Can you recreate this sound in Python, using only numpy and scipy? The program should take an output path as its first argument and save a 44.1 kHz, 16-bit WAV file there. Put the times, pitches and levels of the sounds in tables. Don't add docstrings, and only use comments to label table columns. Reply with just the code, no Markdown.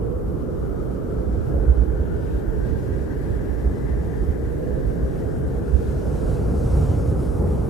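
import sys
import numpy as np
from scipy import signal
from scipy.fft import rfft, irfft, next_fast_len
from scipy.io import wavfile
from scipy.ndimage import uniform_filter1d, map_coordinates

SR = 44100
rng = np.random.default_rng(int(sys.argv[2]) if len(sys.argv) > 2 else 0)


def generate_wav(signal):
    frames = np.transpose(np.atleast_2d(signal))
    scaled = np.clip(frames, -1, 1) * 32767
    pcm = np.round(scaled).astype(np.int16)
    wavfile.write(sys.argv[1], SR, pcm)


N = 339261
FRAME = 2048


def amp(db):
    return 10 ** (np.asarray(db) / 20)


def unit(x):
    return x / np.sqrt(np.mean(x ** 2) + 1e-20)


def curves(rows):
    s, *cols = np.transpose(rows)
    return [np.interp(np.arange(N) / SR, s, c) for c in cols]


def wobble(rate_hz):
    knots = rng.standard_normal(int(N * rate_hz / SR) + 4)
    return map_coordinates(knots, [np.arange(N) * rate_hz / SR])


def shaped(gain):
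    overlap = FRAME * 3 // 4
    hz, t, z = signal.stft(rng.standard_normal(N), SR, nperseg=FRAME, noverlap=overlap)
    at = np.minimum((t * SR).astype(int), N - 1)
    _, noise = signal.istft(z * gain(hz[:, None], at), SR, nperseg=FRAME, noverlap=overlap)
    return unit(noise[:N])


def rush(spectrum, patchy_db):
    f, db = np.transpose(spectrum)

    def gain(hz, at):
        field = rng.standard_normal((len(hz), len(at)))
        field = uniform_filter1d(field, size=14, axis=0)
        field = uniform_filter1d(field, size=6, axis=1)
        return amp(np.interp(np.log(hz + 1), np.log(f), db) + patchy_db * unit(field))
    return shaped(gain)


def band(centre_hz, width):
    def gain(hz, at):
        detune = hz / centre_hz[at] - centre_hz[at] / (hz + 1)
        return (1 + (detune / width) ** 2) ** -1.5
    return shaped(gain)


def wavering(hz, drift, swell_db):
    cycles = np.cumsum(hz * (1 + drift * wobble(30))) / SR
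    return unit(amp(swell_db * wobble(13)) * np.sin(2 * np.pi * cycles))


# [t/s, left level/dB, right level/dB]
THIN_LEVELS = [(0, -75.5, -64.5), (2.3, -81, -62.5), (3, -73, -63), (4.6, -70, -63.5), (5.1, -68, -64),
               (5.7, -70, -64), (5.9, -65.5, -63.5), (6.6, -66, -66), (6.75, -67, -64), (6.85, -61, -64),
               (6.95, -67, -66), (7.69, -63, -63)]
# [f/Hz, relative level/dB]
THIN_SPECTRUM = [(9500, -70), (10800, -18), (11500, -6), (14500, -7), (16000, -14.5)]


def thin_hiss():
    ports_db = curves(THIN_LEVELS)
    return np.array([amp(db + 0.65 * wobble(10)) * rush(THIN_SPECTRUM, patchy_db=2.5) for db in ports_db])


# [t/s, level/dB]
BOOM_LEVELS = [(0, -49), (2, -37.5), (3, -36.5), (3.6, -41), (5, -34.5), (5.8, -35), (6.35, -40),
               (6.55, -31), (6.8, -28.5), (6.95, -34), (7.1, -34.5), (7.69, -39)]
BOOM_HZ = 116.7


def boom():
    return amp(curves(BOOM_LEVELS)[0]) * band(np.full(N, BOOM_HZ), width=0.76)


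# [t/s, roar level/dB, steady buffeting level/dB, left-right likeness of the hiss/0-1]
WIND = [(0, -35.5, -36.5, 0.2), (.8, -36.5, -39, 0.26), (1.3, -34.5, -33, 0.11), (1.55, -35, -32.5, 0.3),
        (1.9, -36.5, -30, 0.15), (2.4, -37, -37, 0.3), (3.2, -35, -37.5, 0.14), (4, -31.5, -31.5, 0.4),
        (4.6, -37.5, -36, 0.27), (5.2, -34, -36, 0.5), (5.8, -32, -34.5, 0.38), (6.15, -27.5, -37, 0.46),
        (6.27, -28.5, -33, 1), (6.5, -24.5, -31.5, 1), (6.9, -24.5, -30, 1), (7.1, -26, -30.5, 1),
        (7.69, -25, -37, 1)]
# [t/s, fizz level/dB, dull hiss re fizz/dB, bright fizz re fizz/dB]
SPRAY_LEVELS = [(0.05, -71.5, 3, 0), (.8, -68.5, 2.5, -2), (1.5, -68, 3, -0.5), (2.1, -69.5, 5, 0),
                (2.33, -67.5, 5.5, -0.5), (2.47, -68.5, 3.5, -1.5), (2.8, -65.5, 3, -2.5),
                (3.5, -66, 2, -1.5), (4.75, -67, 1.5, -1), (4.92, -66, 2, -1), (5.6, -66, 1, -1),
                (5.88, -62, 1.5, -1), (6, -61.5, -2, -4.5), (6.2, -61, -1.5, -2), (6.42, -62.5, 0, -0.5),
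                (6.57, -61, -3, -3), (6.7, -59.5, -2, -2), (6.8, -58.5, -1, -1), (6.95, -60.5, -0.5, -2),
                (7.15, -63, -3, -0.5), (7.22, -63.5, -1, 3), (7.3, -63.5, -2, 2), (7.42, -64.5, -3, 3),
                (7.52, -63.5, -3, -1), (7.69, -65, 0, 1)]
# [f/Hz, relative level/dB]
DULL_SPECTRUM = [(800, -40.5), (2000, 2), (3000, 0.5), (4500, -5.5), (7000, -11), (16000, -40)]
FIZZ_SPECTRUM = [(2500, -23), (4000, -5.5), (5500, -1.5), (7000, -3.5), (8500, -4.5), (11000, -12.5),
                 (16000, -32)]
BRIGHT_SPECTRUM = [(5000, -24), (7000, -6.5), (8300, -3), (9500, -1.5), (10600, -1), (11400, -6.5),
                   (14500, -16), (16000, -14)]
# [dull hiss/dB, fizz/dB, bright fizz/dB]
SIDE_GAIN_DB = [1, -2.5, 2.5]


def spray():
    *_, alike = curves(WIND)
    fizz_db, dull_db, bright_db = curves(SPRAY_LEVELS)
    turn = np.arccos(np.clip(alike, 0, 1)) / 2
    layers = [(dull_db + 0.66 * wobble(18), DULL_SPECTRUM),
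              (0.44 * wobble(13), FIZZ_SPECTRUM),
              (bright_db + 0.4 * wobble(13), BRIGHT_SPECTRUM)]

    def air(patchy_db, gains_db):
        return sum(amp(fizz_db + db + gain_db) * rush(spectrum, patchy_db)
                   for (db, spectrum), gain_db in zip(layers, gains_db))
    mid = np.cos(turn) * air(patchy_db=1.54, gains_db=np.zeros(3))
    side = np.sin(turn) * air(patchy_db=2.5, gains_db=SIDE_GAIN_DB)
    lift_db = 2.5 + 0.5 * wobble(25) + 0.34 * wobble(35)
    return amp(lift_db) * np.array([mid + side, mid - side])


# [f/Hz, relative level/dB]
ROAR_SPECTRUM = [(15, -16), (40, -8.5), (80, -3), (130, -1.5), (250, -11), (450, -18), (800, -26),
                 (1400, -38), (2500, -54.5), (5000, -91), (16000, -110)]


def roar():
    roar_db, *_ = curves(WIND)
    return amp(roar_db + 1.24 * wobble(12)) * rush(ROAR_SPECTRUM, patchy_db=0.5)


# [t/s, envelope peak/dB, length/s, f/Hz, left-right balance/dB]
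THUMP_EVENTS = [(0.038, -20, 0.0074, 59, -2), (0.165, -23, 0.024, 57.5, -2), (0.275, -23.5, 0.036, 66, -1),
                (0.593, -21, 0.015, 61.7, -6), (1.206, -22.5, 0.038, 56.93, -4),
                (1.277, -21, 0.018, 56.4, -12), (1.34, -20, 0.028, 58.6, -1),
                (1.385, -26, 0.021, 66.07, -15), (1.562, -17, 0.033, 58.9, 1),
                (1.616, -18.5, 0.033, 50.9, -7), (1.699, -7.5, 0.044, 58.74, -7.5),
                (1.802, -15, 0.07, 58.5, -11.5), (1.907, -20, 0.021, 59.4, -9),
                (2.01, -17, 0.019, 61.9, -8), (2.155, -24, 0.022, 67, -7.0),
                (2.264, -28, 0.026, 71.3, -7.0), (2.355, -22, 0.049, 53.7, -4),
                (2.59, -24, 0.035, 58.44, -14), (2.636, -20.0, 0.017, 61.3, -6),
                (2.727, -25, 0.033, 66.8, -12), (2.92, -27, 0.016, 74.6, -11),
                (3.015, -29, 0.018, 60.85, -16), (3.056, -25, 0.018, 56.1, -6.0),
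                (3.308, -24, 0.015, 57.74, -7), (3.36, -28, 0.054, 61.6, -15),
                (3.51, -28, 0.029, 56.86, -7.0), (3.574, -29, 0.033, 55.5, -18),
                (3.669, -15, 0.032, 59.86, -7), (3.935, -19.5, 0.042, 57.9, -8),
                (4.002, -21, 0.024, 62.86, -4), (4.073, -32, 0.03, 67.7, -10),
                (4.214, -27, 0.03, 57.93, -12), (4.297, -20.5, 0.046, 63.1, -12),
                (4.452, -22.5, 0.019, 60.96, -6), (4.502, -27, 0.053, 65.35, -8),
                (4.567, -21, 0.018, 58.7, -6), (4.653, -26, 0.02, 66.1, -7.0), (4.739, -22, 0.03, 72, -7),
                (4.827, -27, 0.017, 58.25, -8), (4.871, -19, 0.029, 56.83, -8.0),
                (5.036, -20.5, 0.051, 61.13, -4), (5.188, -29, 0.022, 57.2, 0.0),
                (5.266, -24.5, 0.023, 70.0, -9), (5.449, -25.5, 0.026, 73.6, -7),
                (5.557, -29, 0.017, 69.6, -4.0), (5.702, -24, 0.018, 59.1, -8),
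                (5.749, -16.5, 0.039, 62, -17.5), (5.832, -22, 0.019, 79.9, 2),
                (5.894, -18, 0.029, 60.06, -3), (5.973, -21.5, 0.026, 58.5, 1),
                (6.087, -20.5, 0.026, 73.4, -7), (6.15, -23.5, 0.017, 68.1, -5),
                (6.242, -34, 0.027, 59.16, -10), (6.286, -24, 0.03, 55.2, -7.0),
                (6.337, -19, 0.015, 63.5, -6.0), (6.394, -22, 0.014, 63.2, 3),
                (6.525, -22, 0.019, 62.0, -1.0), (6.589, -21, 0.029, 65.83, 0.0),
                (6.666, -21, 0.017, 60.95, -3), (6.743, -14.5, 0.02, 72.7, 1), (6.778, -17, 0.021, 67.0, 1),
                (6.826, -16, 0.023, 71.55, -1), (6.907, -17, 0.02, 72.4, -4), (6.98, -15, 0.016, 75.25, -1),
                (7.011, -22, 0.016, 63.5, 0), (7.061, -26, 0.017, 63.8, -6.0),
                (7.1, -23, 0.059, 71.8, -4.0), (7.2, -19.5, 0.017, 59.95, -1),
                (7.3, -17, 0.026, 61.94, 0.0), (7.354, -23, 0.029, 57.83, -5.0),
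                (7.411, -17.5, 0.03, 66.44, -2), (7.52, -17.5, 0.025, 62.0, 1),
                (7.561, -19, 0.025, 66.95, 2.0), (7.606, -17, 0.013, 65.5, -2)]
TAIL = 0.95
LUMPS_PER_S, LUMPS_DB, SWAY_DB = 8.5, -0.5, 4
ROLL_DB, ROLL_PITCH = -0.5, 0.813
THUMP_LOOSE = 0.21


def throb():
    *_, hz, pan_db = curves(THUMP_EVENTS)
    t, thumps = np.arange(N) / SR, np.zeros(N)
    for at, db, length, *_ in THUMP_EVENTS:
        start = max(round((at - 2 * length) * SR), 0)
        near = slice(start, round((at + 2 * TAIL * length) * SR))
        width = np.where(t[near] > at, TAIL * length, length)
        thumps[near] += amp(db) * .5 ** ((2 * (t[near] - at) / width) ** 2)
    lumps = amp(curves(WIND)[1] + LUMPS_DB * np.tanh(wobble(LUMPS_PER_S)))
    pan_db = pan_db + SWAY_DB * wobble(LUMPS_PER_S) * lumps / (lumps + thumps)
    loose = 0.66 * np.array([band(hz, width=0.47), band(hz, width=0.99)])
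    tone = np.hypot(thumps, lumps) * wavering(hz, drift=0.1001, swell_db=0.6)
    roll = amp(ROLL_DB) * lumps * band(ROLL_PITCH * hz, width=0.36)
    buffets = tone + roll + np.hypot(THUMP_LOOSE * thumps, lumps) * loose
    return buffets * amp([pan_db / 2, -pan_db / 2])


# [t/s, turbulence level/dB, howl f/Hz, howl level/dB,
# whistle f/Hz, whistle level before a 1 dB cut/dB, hollow f/Hz, hollow level/dB]
LEFT_WIND = [(0, -30, 426, -33, 1127, -48.5, 745, -52), (1, -30, 424, -32.5, 1270, -47, 766, -58),
             (1.7, -27, 454, -33.5, 1410, -48, 820, -50), (2.5, -29, 403, -32.5, 1536, -48.5, 870, -50),
             (3.3, -28.5, 415, -34, 1650, -47.5, 820, -55), (4, -28.5, 418, -34, 1696, -49, 820, -54),
             (5, -27.5, 442, -32, 1630, -51, 765, -55.5), (6, -29, 436, -32, 1424, -47, 790, -52),
             (7, -31, 466, -30, 1287, -47, 824, -53), (7.69, -30, 434, -30, 1220, -48, 825, -44)]
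# [f/Hz, relative level/dB]
LEFT_SPECTRUM = [(15, -20), (35, 8), (70, 1), (120, -2.5), (220, -4), (340, -5.5), (600, -19), (900, -24.5),
                 (1500, -28), (2300, -45.5), (3200, -71), (16000, -120)]


def left_port():
    air_db, howl_hz, howl_db, whistle_hz, whistle_db, hollow_hz, hollow_db = curves(LEFT_WIND)
    air = amp(air_db + 0.64 * wobble(4.5)) * rush(LEFT_SPECTRUM, patchy_db=1.05)
    howl = amp(howl_db + 0.35 * wobble(7.2)) * band(howl_hz, width=0.32)
    breath = band(whistle_hz * (1 + 0.0087 * wobble(6)), width=0.42)
    core_hz = whistle_hz * (1.004 + 0.03 * wobble(12))
    core = amp(-4.5 + 1.6 * wobble(11)) * band(core_hz, width=0.11)
    edge_hz = whistle_hz * (1.184 + 0.017 * wobble(9.2))
    edge = amp(-12.5 + 2.5 * wobble(6)) * band(edge_hz, width=0.044)
    whistle = amp(whistle_db - 1.0 + 0.91 * wobble(18)) * (breath + core + edge)
    hollow = amp(hollow_db) * band(hollow_hz, width=0.24)
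    return air + howl + whistle + hollow


# [t/s, turbulence level/dB, lower whistle f/Hz, lower whistle level/dB, upper whistle level/dB]
RIGHT_WIND = [(0, -23.5, 474, -34, -52), (.45, -25, 516, -38.5, -59), (1, -23.5, 520.7, -43, -45.5),
              (1.3, -24.5, 523, -36.5, -48), (1.55, -23, 545, -36.5, -47), (2.05, -24.5, 506, -48, -48),
              (2.25, -24.5, 453, -42, -51), (2.7, -23.5, 444, -44, -51), (3.1, -25, 415, -41, -50),
              (3.7, -25, 429.2, -44, -55), (4.3, -26.5, 455, -41, -71), (4.7, -23, 496, -35, -45),
              (5.3, -25, 525, -45, -45), (5.75, -25.5, 483, -48, -50), (6.3, -23, 514, -38, -40),
              (6.9, -26, 470, -47, -68), (7.69, -25.5, 443, -43, -59)]
# [f/Hz, relative level/dB]
RIGHT_SPECTRUM = [(15, -14), (35, 11.5), (70, -2), (120, -0.5), (220, -4.5), (400, -4), (550, -12),
                  (750, -25.5), (1100, -33), (2000, -48), (3200, -83), (16000, -120)]


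def right_port():
    air_db, lower_hz, lower_db, upper_db = curves(RIGHT_WIND)
    air = amp(air_db + 0.11 * wobble(3.26)) * rush(RIGHT_SPECTRUM, patchy_db=0.2)
    lower = amp(lower_db + 2.1 * wobble(13)) * band(lower_hz * (1 + 0.014 * wobble(15)), width=0.042)
    upper_hz = 1.24 * lower_hz * (1 + 0.0075 * wobble(12))
    upper = amp(upper_db + 2.35 * wobble(9)) * band(upper_hz, width=0.11)
    return air + lower + upper


def scene():
    shared = thin_hiss() + boom() + spray() + roar() + throb()
    return shared + np.array([left_port(), right_port()])


BASS_CUT_HZ, TOP_HZ, CEILING = 36, 15050, .95


def record(dry):
    m = next_fast_len(N + FRAME)
    hz = np.fft.rfftfreq(m, 1 / SR)
    x = irfft(rfft(dry, m) * hz ** 3 / np.hypot(hz ** 3, BASS_CUT_HZ ** 3), m)
    x = x / (1 + np.abs(x / CEILING) ** 6) ** (1 / 6)
    return irfft(rfft(x) * (hz < TOP_HZ), m)[:, :N]


dry = scene()
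out = record(dry)
generate_wav(out)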